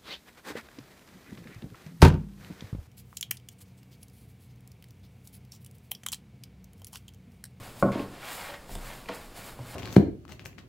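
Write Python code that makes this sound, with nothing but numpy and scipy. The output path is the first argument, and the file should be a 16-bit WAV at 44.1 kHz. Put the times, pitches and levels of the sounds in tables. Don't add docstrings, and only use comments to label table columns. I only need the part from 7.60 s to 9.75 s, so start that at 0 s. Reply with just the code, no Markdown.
import sys
import numpy as np
from scipy import signal
from scipy.fft import rfft, irfft, next_fast_len
from scipy.io import wavfile
from scipy.ndimage import map_coordinates

SR = 44100
rng = np.random.default_rng(int(sys.argv[2]) if len(sys.argv) > 2 else 0)


def dump(signal):
    limited = np.clip(np.atleast_2d(signal).T, -1, 1)
    pcm = np.round(limited * 32767).astype(np.int16)
    wavfile.write(sys.argv[1], SR, pcm)


def field_ratio(decibels):
    return 10 ** (np.asarray(decibels, dtype=float) / 20)


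N = 94815
T = np.arange(N) / SR

# [f/Hz, t60/s, then level/dB when excited by the pin end, on bare wood by bounce or roll,
# through the dough, at the far edge, by a hand heel or pressed weight]
BOARD_MODES = [(77.5, 0.22, -18, -22, -5.5, -32, -7), (121.36, 0.44, -9.5, -13, -9, -32, 3),
               (196.7, 0.25, -3.5, -8.5, -7.5, -14, -10), (247.8, 0.26, -13.5, -1.5, -14, -20.5, -4),
               (292.4, 0.15, -7.5, -1.5, -13, -9, -25), (344.6, 0.12, -7.5, -0.5, -11, -15.5, -16),
               (425, 0.098, -37, -3.5, -9.5, -9.5, -25), (479.4, 0.19, -36, -8, -17, -6.5, -15),
               (570, .07, 5, -1, -8, -12, 0), (640, 0.18, -6.5, -9, -13.5, -9.5, -11),
               (701.3, 0.083, -3, -5, -3, -11, -13), (900, 0.045, -7, -5.5, -4, 0.5, -13),
               (1062, 0.044, -0.5, -4, -10, 0.5, -4), (1483, 0.018, 3.5, -26, -22, -1, -4)]
PIN_END, BARE_WOOD, THROUGH_DOUGH, FAR_EDGE, HAND_HEEL = 2, 3, 4, 5, 6

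# [t/s, level/dB, contact/ms]
HEEL_BLOWS = [
    (0.002, -43, 0.32),
    (.16, -50, 0.31),
    (1.991, -42.5, 0.063),
    (1.997, -38.5, 0.38),
    (2.04, -53, 0.25),
]
# [t/s, level/dB, contact/ms]
PIN_DROPS = [
    (.2255, -17, 0.056),
    (.287, -30, 0.099),
]
# [t/s, level/dB, contact/ms]
PIN_BOUNCES = [
    (.243, -23, 0.16),
    (.256, -28.5, 0.11),
    (.351, -29.5, 0.11),
    (.393, -29.5, 0.21),
    (.407, -48, 0.08),
    (.53, -44.5, 0.41),
]
# [t/s, level/dB, contact/ms]
DOUGH_BLOWS = [
    (1.093, -42.5, 0.041),
    (1.108, -43, 0.083),
    (1.153, -37, 0.044),
    (1.785, -49, 0.056),
]
# [t/s, level/dB, contact/ms]
EDGE_BLOWS = [
    (1.487, -40.5, 0.042),
    (1.4915, -29.5, 0.068),
    (1.503, -39.5, 0.063),
]

# [peak t/s, rise/s, fall/s, level/dB]
PRESSES = [
    (.03, 0.044, 0.063, -53.5),
    (1.2, 0.019, 0.13, -54),
    (1.91, 0.12, 0.079, -53.5),
]
# [peak t/s, rise/s, fall/s, level/dB]
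TRUNDLES = [
    (.27, 0.01, 0.042, -42.5),
    (.38, .04, 0.032, -38.5),
    (.5, 0.053, 0.04, -56.5),
]
# [peak t/s, rise/s, fall/s, scrape level/dB, palm hiss over scrape/dB]
SLIDE_STROKES = [(.05, 0.083, 0.064, -52.5, -2), (.205, 0.028, 0.017, -57.5, 7),
                 (.33, 0.0069, 0.029, -41.5, -22), (0.411, 0.038, 0.027, -47, -10.5),
                 (.54, 0.025, .03, -53.5, -10), (.66, 0.028, 0.046, -51, -7), (.69, 0.065, 0.057, -42, -9),
                 (.73, 0.042, 0.03, -52, 8), (.81, 0.052, 0.079, -43, -5.5), (.89, 0.052, 0.027, -46, -22),
                 (.945, 0.014, 0.01, -44.5, -22), (1.12, 0.021, 0.024, -53, 3.5),
                 (1.28, 0.075, 0.087, -47.5, -3), (1.491, 0.0075, 0.063, -44.5, -27),
                 (1.545, 0.011, 0.022, -56, 7), (1.6, 0.037, 0.063, -55.5, -1.5),
                 (1.78, 0.022, 0.036, -47.5, 0), (1.868, 0.028, 0.04, -49, 0),
                 (2.13, 0.058, .06, -48.5, -2.5)]
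# [t/s, level/dB, f/Hz, t60/s]
TABLE_SWAYS = [
    (.05, -45, 30.5, .4),
    (.23, -50, 60, .3),
    (.35, -55, 31.6, 0.65),
    (1.111, -30.5, 31.2, 0.83),
    (1.261, -48, 31.2, 0.25),
    (1.58, -43.5, 29.1, 0.83),
    (1.9, -45, 31.5, .5),
]
# [t/s, level/dB, f/Hz, t60/s]
SNAPS_AND_CRACKS = [(.2259, -41.5, 4400, 0.014), (.2259, -41, 2050, 0.052), (.89, -43, 570, 0.34),
                    (0.3197, -30.5, 2040, .01), (0.319, -46, 7600, 0.026), (0.3508, -40, 2620, 0.013),
                    (0.395, -33, 2650, 0.015), (1.9908, -37.5, 800, 0.022), (0.9412, -35, 1860, 0.034),
                    (1.0936, -36, 900, 0.009), (1.1515, -39, 5070, .006), (1.153, -30, 9300, 0.0093),
                    (1.154, -36.5, 3500, 0.021), (1.4594, -36.5, 2380, .01), (1.489, -34, 3180, 0.014),
                    (1.4869, -32.5, 1900, .02), (1.4895, -38, 4200, 0.007), (1.49, -41, 5560, .015)]

# [f/Hz, level/dB per Hz]
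SCRAPE_SPECTRUM = [(150, -27), (400, -11), (750, -2), (1200, -6), (2300, -7), (4500, -14.5), (9000, -29),
                   (15000, -48)]
# [f/Hz, level/dB per Hz]
PALM_SPECTRUM = [(1500, -12), (4000, 4), (7500, 5), (11000, 3), (15500, 1.5)]
# [f/Hz, level/dB per Hz]
FLOOR_SPECTRUM = [(20, 2), (60, -1.5), (200, -2.5), (700, -8), (2000, -16.5), (5000, -21), (12000, -27),
                  (16000, -32)]
# [f/Hz, t60/s]
KITCHEN_DECAY = [(100, 0.63), (600, 0.3), (1500, 0.45), (4000, 0.099), (12000, 0.36)]
# [f/Hz, level/dB per Hz]
SELF_SPECTRUM = [(30, 8.5), (300, 0.5), (1000, -10), (3000, -8.5), (8000, -6), (16000, -6)]

FLOOR_DB, ROOM_DB, SELF_DB = -49.5, -5, -70
SPREAD_DB, DETUNE = 1.27, 0.0071
WANDER_RAD = 0.019
CLICK_DB = 2.5
RUMBLE_DB, GRIT_DB = -19, 1.5
SWAY_RISE_S = 0.027
ROUGH_RAD = 0.055
DIP_HZ, DIP_WIDTH_HZ, DIP_DB = 6040, 640, -4.5
TOP_HZ = 15800


def unit(x):
    return x / np.sqrt(np.mean(x ** 2) + 1e-20)


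def along(points, hz):
    f, v = np.transpose(points)
    return np.interp(np.log(hz + 1), np.log(f + 1), v)


def wobble(rate):
    knots = rng.standard_normal(int(N * rate / SR) + 4)
    return map_coordinates(knots, [np.arange(N) * rate / SR])


def filtered(x, response):
    m = next_fast_len(N + SR)
    return irfft(rfft(x, m) * response(np.fft.rfftfreq(m, 1 / SR)), m)[..., :N]


def noise(spectrum):
    return unit(filtered(rng.standard_normal(N), lambda hz: field_ratio(along(spectrum, hz))))


def bump(s, rise, fall):
    return np.exp(-((T - s) / np.where(T < s, rise, fall)) ** 2)


def strokes(rows):
    return np.sqrt(sum(field_ratio(2 * db) * bump(s, rise, fall) for s, rise, fall, db in rows))


def ringing(hz, centre_hz, t60):
    centre = 2 * np.pi * centre_hz
    damped = 2j * np.pi * hz + np.log(1000) / t60
    return 2 * centre * SR / 2 / (damped ** 2 + centre ** 2) * 2


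def driven(force, axis):
    def board(hz):
        return sum((-1) ** k * field_ratio(m[axis]) * ringing(hz, m[0], m[1]) / np.sqrt(m[1])
                   for k, m in enumerate(BOARD_MODES))

    push = force * rng.standard_normal(N)
    return unit(filtered(push, board)) * np.sqrt(np.mean(force ** 2))


def room_floor():
    return field_ratio(FLOOR_DB) * noise(FLOOR_SPECTRUM)


def board_ring(axis):
    t = np.arange(SR // 3) / SR
    ring = np.zeros(len(t))
    for k, mode in enumerate(BOARD_MODES):
        hz, t60 = mode[:2]
        level = field_ratio(mode[axis] + SPREAD_DB * rng.normal() - 60 * t / t60)
        drift = np.cumsum(WANDER_RAD * rng.standard_normal(len(t)))
        phase = 2 * np.pi * hz * (1 + DETUNE * rng.normal()) * t + drift
        ring += (-1) ** k * level * np.sin(phase)
    ring[:40] += field_ratio(CLICK_DB) * np.hanning(40) * np.sin(np.arange(40) * np.pi / 20)
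    return ring


def knocks(blows, axis):
    out = np.zeros(N + SR)
    for s, db, contact_ms in blows:
        ring = board_ring(axis)
        u = np.arange(400) / SR * 1000 / contact_ms
        force = u ** 2 * np.exp(-u)
        struck = signal.fftconvolve(ring, force / force.sum())[:len(ring)]
        out[round(s * SR):][:len(ring)] += field_ratio(db) * struck
    return out[:N]


def board_blows():
    hands = knocks(HEEL_BLOWS, HAND_HEEL)
    pin = knocks(PIN_DROPS, PIN_END) + knocks(PIN_BOUNCES, BARE_WOOD)
    return hands + pin + knocks(DOUGH_BLOWS, THROUGH_DOUGH) + knocks(EDGE_BLOWS, FAR_EDGE)


def kitchen(x):
    hz, t, z = signal.stft(rng.standard_normal(SR // 2), SR, nperseg=256)
    decay = field_ratio(-60 * t / along(KITCHEN_DECAY, hz)[:, None])
    tail = signal.istft(z * decay, SR, nperseg=256)[1]
    return signal.fftconvolve(np.pad(x, (260, 0)), tail / np.linalg.norm(tail))[:N]


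def rolling():
    dull = driven(strokes(PRESSES), HAND_HEEL)
    lumps = field_ratio(3.5 * wobble(90.1))
    return dull + driven(strokes(TRUNDLES) * lumps, BARE_WOOD)


def grit():
    return unit(field_ratio(GRIT_DB * wobble(300) + 0.9 * wobble(59.9)))


def slides():
    scrape = strokes([(s, rise, fall, db) for s, rise, fall, db, _ in SLIDE_STROKES])
    palms = strokes([(s, rise, fall, db + over) for s, rise, fall, db, over in SLIDE_STROKES])
    rub = scrape * grit()
    rumble = field_ratio(RUMBLE_DB) * driven(rub, THROUGH_DOUGH)
    return rub * noise(SCRAPE_SPECTRUM) + rumble + palms * grit() * noise(PALM_SPECTRUM)


def table():
    out = np.zeros(N)
    for s, db, hz, t60 in TABLE_SWAYS:
        t = np.maximum(T - s, 0)
        level = field_ratio(db - 60 * t / t60) * (1 - np.exp(-t / SWAY_RISE_S))
        out += level * np.sin(2 * np.pi * hz * t)
    return out


def snaps():
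    out, t = np.zeros(N + SR), np.arange(SR // 10) / SR
    for s, db, hz, t60 in SNAPS_AND_CRACKS:
        drift = np.cumsum(ROUGH_RAD * hz / 1000 * rng.standard_normal(len(t)))
        ring = np.sin(2 * np.pi * hz * t + drift)
        burst = 0.22 * field_ratio(-60 * t / 0.0017) * rng.standard_normal(len(t))
        out[round(s * SR):][:len(t)] += field_ratio(db - 60 * t / t60) * (ring + burst)
    return out[:N]


def scene():
    near = board_blows() + rolling() + slides() + snaps()
    mid = near + field_ratio(ROOM_DB) * kitchen(near) + table() + room_floor()
    return np.array([mid, mid])


def roll_off(x):
    return signal.sosfilt(signal.butter(12, 16980, fs=SR, output="sos"), x)


def record(dry):
    def housing(hz):
        return field_ratio(DIP_DB * np.exp(-((hz - DIP_HZ) / DIP_WIDTH_HZ) ** 2))

    hiss = field_ratio(SELF_DB) * np.array([noise(SELF_SPECTRUM), noise(SELF_SPECTRUM)])
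    heard = filtered(dry, housing) + hiss
    return roll_off(filtered(heard, lambda hz: hz < TOP_HZ))


dry = scene()
out = record(dry)
dump(out)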